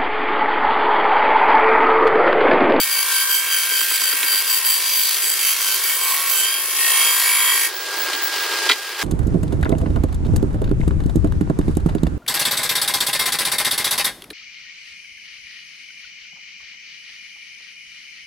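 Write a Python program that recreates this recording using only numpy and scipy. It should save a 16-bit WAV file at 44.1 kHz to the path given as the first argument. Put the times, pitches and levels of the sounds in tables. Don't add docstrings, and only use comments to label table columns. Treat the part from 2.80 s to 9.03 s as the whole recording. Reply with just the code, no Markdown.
import sys
import numpy as np
from scipy import signal
from scipy.fft import rfft, irfft
from scipy.io import wavfile
from scipy.ndimage import uniform_filter1d, map_coordinates

SR = 44100
rng = np.random.default_rng(int(sys.argv[2]) if len(sys.argv) > 2 else 0)


def nominal_scale(level):
    x = np.asarray(level, float) / 20
    return 10 ** x


def transcribe(u):
    v = np.clip(np.atleast_2d(u).T, -1, 1)
    q = np.round(v * 32767).astype(np.int16)
    wavfile.write(sys.argv[1], SR, q)


N = 274743
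TIME = np.arange(N) / SR
BINS = np.maximum(np.arange(N // 2 + 1) * SR / N, 1)

TEETH = 30
SKIM_S, SING_S, FREE_S = 3.65, 3.98, 4.89

# time in seconds, tooth rate in Hz.
UNLOADED_SPEED = [(0, 1589), (3.62, 1589), (3.76, 1600), (4.85, 1599), (4.91, 1621)]
# start in seconds, length in seconds, sag of the tooth rate in Hz before smoothing.
FEED_SURGES = [(-.11, .17, 42), (.07, .19, 32), (.28, .18, 29), (.47, .15, 25), (.67, .2, 25),
               (.88, .18, 26), (1.06, .13, 23), (1.19, .16, 51), (1.43, .2, 38), (1.65, .16, 39),
               (1.83, .17, 44), (2.0, .39, 31), (2.4, .16, 40), (2.57, .18, 54), (2.78, .21, 54),
               (3.01, .17, 59), (3.17, .22, 31), (3.43, .3, 37)]
# time in seconds, level in dB.
TEARING_LEVEL = [(0, -22.5), (.8, -23), (2, -23), (3.3, -24), (3.7, -22), (3.9, -23.5), (4.0, -21),
                 (4.2, -17.5), (4.4, -21), (4.7, -19), (4.86, -21.5), (4.91, -39), (4.95, -55)]
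# frequency in Hz, relative density in dB per Hz.
TEARING_SPECTRUM = [(180, -57), (300, -23.5), (418, -12.5), (737, -14.5), (1560, -4), (2000, -5.5),
                    (2250, -1), (4830, -2), (7200, -5), (11300, -2.5), (16000, 3.5)]
# frequency in Hz, width of one resonance in Hz, relative level in dB.
BLADE_MODES = [(1080, 130, -5), (1350, 150, -11), (1860, 70, -6), (2240, 110, -1), (2600, 160, -6),
               (3220, 110, -7), (4710, 130, -9), (6880, 50, -12), (7930, 110, -11), (9570, 80, -4),
               (10080, 60, -5), (11100, 110, -3), (11700, 90, -9), (12700, 130, -9), (14200, 150, -9)]
# time in seconds, level in dB.
LOWEST_MODES_LEVEL = [(0, -40), (.3, -31.5), (1.1, -39), (2.6, -37), (2.95, -29.5), (3.15, -34),
                      (3.45, -28.5), (3.88, -38), (4.2, -28.5), (4.7, -27), (4.95, -42)]
# time in seconds, then first, second and third harmonic in dB.
TOOTH_HARMONICS = [(0, -41.5, -36, -32), (.35, -27.5, -32.5, -31.5), (.65, -35, -30, -32),
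                   (1.0, -32, -30, -33.5), (1.3, -34.5, -37.5, -32), (1.6, -35.5, -38, -29),
                   (1.9, -48, -37.5, -33), (2.4, -41.5, -44, -32.5), (2.8, -47, -38, -39),
                   (2.9, -34, -34, -36), (3.05, -40, -37, -36), (3.42, -45.5, -42.5, -42),
                   (3.76, -35, -25.5, -34.5), (3.85, -47, -43, -49), (4.28, -38, -25.5, -33),
                   (4.45, -38.5, -40, -40), (4.7, -39, -25, -38), (4.9, -40, -43, -50)]
# multiple of the tooth rate, dB against the tearing.
UPPER_HARMONICS = [(4, -17), (5, -15), (6, -20.5), (7, -12), (8, -11.5), (9, -13), (10, -13)]
# frequency in Hz, relative density in dB per Hz.
DRIVE_SPECTRUM = [(200, -25), (260, -20.5), (365, -5.5), (680, -11), (870, -6.5), (2300, -7), (3500, -8.5),
                  (4970, -7.5), (6000, -14), (11000, -19.5), (16000, -19.5)]
# time in seconds, reference level in dB.
DRIVE_AS_HEARD = [(0, -53), (2, -47), (3.95, -44.5), (4.5, -47.5), (4.93, -40), (5.2, -34.5), (5.5, -35),
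                  (5.87, -32), (5.95, -39), (6.17, -40.5), (6.23, -31)]
# start in seconds, peak in dB, brightness in Hz.
CARRIAGE_BLOWS = [(.912, -21.5, 1500), (1.012, -21, 1400), (1.112, -17.5, 1500), (1.217, -21, 1500),
                  (1.326, -15.5, 1900), (1.429, -11, 2570), (1.533, -18.5, 1400), (5.331, -12, 3500),
                  (5.349, -18, 3500), (5.8906, -5, 3800), (5.896, -4, 2400), (5.904, -9, 1910),
                  (5.913, -2.5, 3800), (5.918, -5, 3370), (5.928, -12, 3180)]
# frequency in Hz, relative level in dB, 60 dB decay time in seconds.
FRAME_MODES = [(289.7, -8, 0.11), (434, -2, 0.047), (1035, 6.5, 0.027), (1406, 3.5, 0.026),
               (2010, -5, 0.089), (2394, -2, 0.035), (3184, 2.5, 0.025), (3450, -5, 0.026),
               (3930, -4, 0.059), (4520, -6.5, 0.049)]
# start in seconds, length in seconds, level in dB.
CARRIAGE_SQUEAKS = [(4.925, 0.12, -33), (5.155, .12, -31), (5.33, 0.058, -33), (5.41, 0.077, -26),
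                    (5.547, .05, -34), (5.6, .07, -36)]
# frequency in Hz, level in dB.
STEREO_WIDTH = [(100, -8), (250, -16), (700, -11), (1290, -20), (2380, -14.5), (4400, -6.5), (8120, -0.5),
                (15000, -1)]


def curves(table):
    s, *columns = np.transpose(table)
    return [np.interp(TIME, s, c) for c in columns]


def unit(x):
    return x / np.sqrt(np.mean(x ** 2))


def colour(x, points):
    hz, db = np.transpose(points)
    return irfft(rfft(x) * nominal_scale(np.interp(np.log(BINS), np.log(hz), db)), N)


def ring(x, hz, width_hz):
    return signal.lfilter(*signal.iirpeak(min(hz, .45 * SR), hz / width_hz, SR), x)


def walk(rate):
    k = int(SR / rate)
    held = np.repeat(rng.standard_normal(N // k + 1), k)[:N]
    return unit(uniform_filter1d(uniform_filter1d(held, k), k))


def tooth_rate():
    sag = 0
    for s, length, sag_hz in FEED_SURGES:
        bite_s = min(.55 * length, .13)
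        ease_s = min(.38 * length, .1)
        surge = np.minimum((TIME - s) / bite_s, (s + length - TIME) / ease_s)
        sag = sag + sag_hz * np.clip(surge, 0, 1)
    return curves(UNLOADED_SPEED)[0] - uniform_filter1d(sag, int(.04 * SR))


def scratch(turns, memory, fresh):
    size = 28 * TEETH
    keep = np.exp(-1 / memory)
    rim = signal.lfilter([1], [1, -keep], rng.standard_normal((400, size)), axis=0)
    rim = rim[40:].ravel()
    again = unit(map_coordinates(rim, [turns * size], order=3))
    fresh = np.clip(fresh, 0, 1)
    return np.sqrt(1 - fresh) * again + np.sqrt(fresh) * rng.standard_normal(N)


def runout(turns, depth_db, lobe_db):
    once = depth_db * np.cos(2 * np.pi * turns)
    thrice = lobe_db * np.cos(2 * np.pi * 3 * turns)
    return nominal_scale(once + thrice)


def tearing(turns, load, tear_db):
    again = scratch(turns, memory=12.0, fresh=.6 + .1 * load)
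    chips = nominal_scale(2.3 * walk(900)) * again * runout(turns, depth_db=1.47, lobe_db=-0.7)
    torn = unit(colour(chips, TEARING_SPECTRUM))
    bands = sum(nominal_scale(2.73 * walk(8)) * ring(torn, hz, 0.35 * hz) for hz in 400 * 1.35 ** np.arange(12))
    return nominal_scale(tear_db - 3.0) * bands


def blade(turns, load, tear_db):
    again = scratch(turns, memory=16.0, fresh=.1 + .25 * load)
    push = again * runout(turns, depth_db=2.0, lobe_db=0.8)
    lowest_db = curves(LOWEST_MODES_LEVEL)[0] - 30.0 * np.clip((TIME - FREE_S) / .3, 0, 1)
    sing_times = [SING_S - .02, SING_S + 0.022]
    low_db = tear_db + np.interp(TIME, sing_times, (-12, -7))
    high_db = tear_db + np.interp(TIME, sing_times, (-11.5, -6.5))
    out = 0
    for hz, width_hz, db in BLADE_MODES:
        mode_course_db = lowest_db if hz < 1500 else low_db if hz < 4000 else high_db
        waver_db = 2.0 * walk(8)
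        mode = unit(ring(ring(push, hz, width_hz), hz, 3.0 * width_hz))
        out = out + nominal_scale(db + mode_course_db + waver_db) * mode
    return out


def tooth_tone(turns, load, tear_db):
    first, second, third = curves(TOOTH_HARMONICS)
    free = np.clip((TIME - FREE_S) / 0.027, 0, 1)
    heard_db = curves(DRIVE_AS_HEARD)[0]
    first = first + free * (heard_db + 2.5 - first)
    second = second + free * (heard_db - 10.5 - second)
    third = third - 12.0 * free
    slack = np.clip(2.5 * (.45 - load), 0, 1) * (TIME < SKIM_S)
    levels = [(1, first), (2, second + 2.7 * load - 10.0 * slack), (3, third + 2.15 * load - 13.0 * slack)]
    upper_drop_db = 18.0 * np.maximum(slack, TIME > SKIM_S)
    levels += [(k, db + tear_db - upper_drop_db + 3.6 * walk(9.01)) for k, db in UPPER_HARMONICS]
    pattern = scratch(turns, memory=3.9, fresh=0.4)
    uneven = unit(uniform_filter1d(uniform_filter1d(pattern, 90), 90))
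    bite = 1 + .45 * np.roll(uneven, 300) * np.clip(nominal_scale(tear_db + 30), 0, 1)
    out = 0
    for k, db in levels:
        wobble = k ** 2 * (.025 * uneven + .006 * walk(60))
        wave = np.sqrt(2) * np.sin(k * 2 * np.pi * TEETH * turns + wobble)
        out = out + nominal_scale(db + 1.2 * walk(25)) * bite * wave
    return out


def drive():
    hum = colour(nominal_scale(1.57 * walk(500)) * rng.standard_normal(N), DRIVE_SPECTRUM)
    bands = sum(nominal_scale(1.2 * walk(12)) * ring(hum, hz, .5 * hz) for hz in 250 * 1.505 ** np.arange(11))
    return nominal_scale(curves(DRIVE_AS_HEARD)[0] + 8.5) * unit(bands)


def knocks():
    t = TIME[:SR // 6]
    out = np.zeros(N + len(t))
    for s, db, bright_hz in CARRIAGE_BLOWS:
        burst = rng.standard_normal(len(t)) * np.exp(-t / 0.001)
        crack = ring(burst, 1.1 * bright_hz, 5.2 * bright_hz)
        blow = 0.75 * crack / abs(crack).max()
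        for (hz, mode_db, t60), start in zip(FRAME_MODES, rng.random(len(FRAME_MODES))):
            reach_db = -6.0 * np.log2(hz / bright_hz) ** 2 if hz > 500 else -bright_hz / 600
            shape = (1 - np.exp(-t * hz / 2.0)) * nominal_scale(-60 * t / t60)
            tone = np.sin(2 * np.pi * (hz * t + start))
            rattle = unit(ring(rng.standard_normal(len(t)), hz, .12 * hz)) * min(hz / 1500, 1)
            blow = blow + nominal_scale(mode_db + reach_db) * shape * (tone + rattle)
        out[int(s * SR):][:len(t)] += nominal_scale(db) * blow / abs(blow).max()
    return out[:N]


def squeaks():
    gate = 0
    for s, length, db in CARRIAGE_SQUEAKS:
        gate = gate + nominal_scale(db) * np.clip(4.0 * (1 - abs(2 * (TIME - s) / length - 1)), 0, 1)
    hiss = ring(ring(rng.standard_normal(N), 15720, 300), 15720, 300)
    return gate * nominal_scale(3.0 * walk(120)) * unit(hiss)


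def scene():
    hz = tooth_rate()
    turns = np.cumsum(hz) / (SR * TEETH)
    load = np.clip((1590 - hz) / 30, 0, 1.5)
    tear_db = curves(TEARING_LEVEL)[0] + 0.99 * load
    tone = tooth_tone(turns, load, tear_db)
    blows = knocks()
    mid, other = (tearing(turns, load, tear_db) + blade(turns, load, tear_db) + drive() + squeaks()
                  for _ in range(2))
    side = colour(other + np.roll(tone + blows, 9), STEREO_WIDTH)
    return mid + tone + blows + side * np.array([[1], [-1]])


def roll_off(x):
    return signal.sosfilt(signal.butter(12, 16460, fs=SR, output="sos"), x)


def record(dry):
    x = np.tanh(0.64 * dry) / 0.56
    bass = signal.butter(6, 270, "highpass", fs=SR, output="sos")
    noise = rng.standard_normal(x.shape) + 1.88 * rng.standard_normal(N)
    rumble = nominal_scale(-55.5 + 0.92 * walk(4.06)) * ring(noise, 160, 310)
    top = signal.ellip(12, .2, 70, 15760, fs=SR, output="sos")
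    mix = signal.sosfilt(np.vstack([bass, top]), x) + rumble
    return roll_off(mix)


dry = scene()
out = record(dry)
transcribe(out)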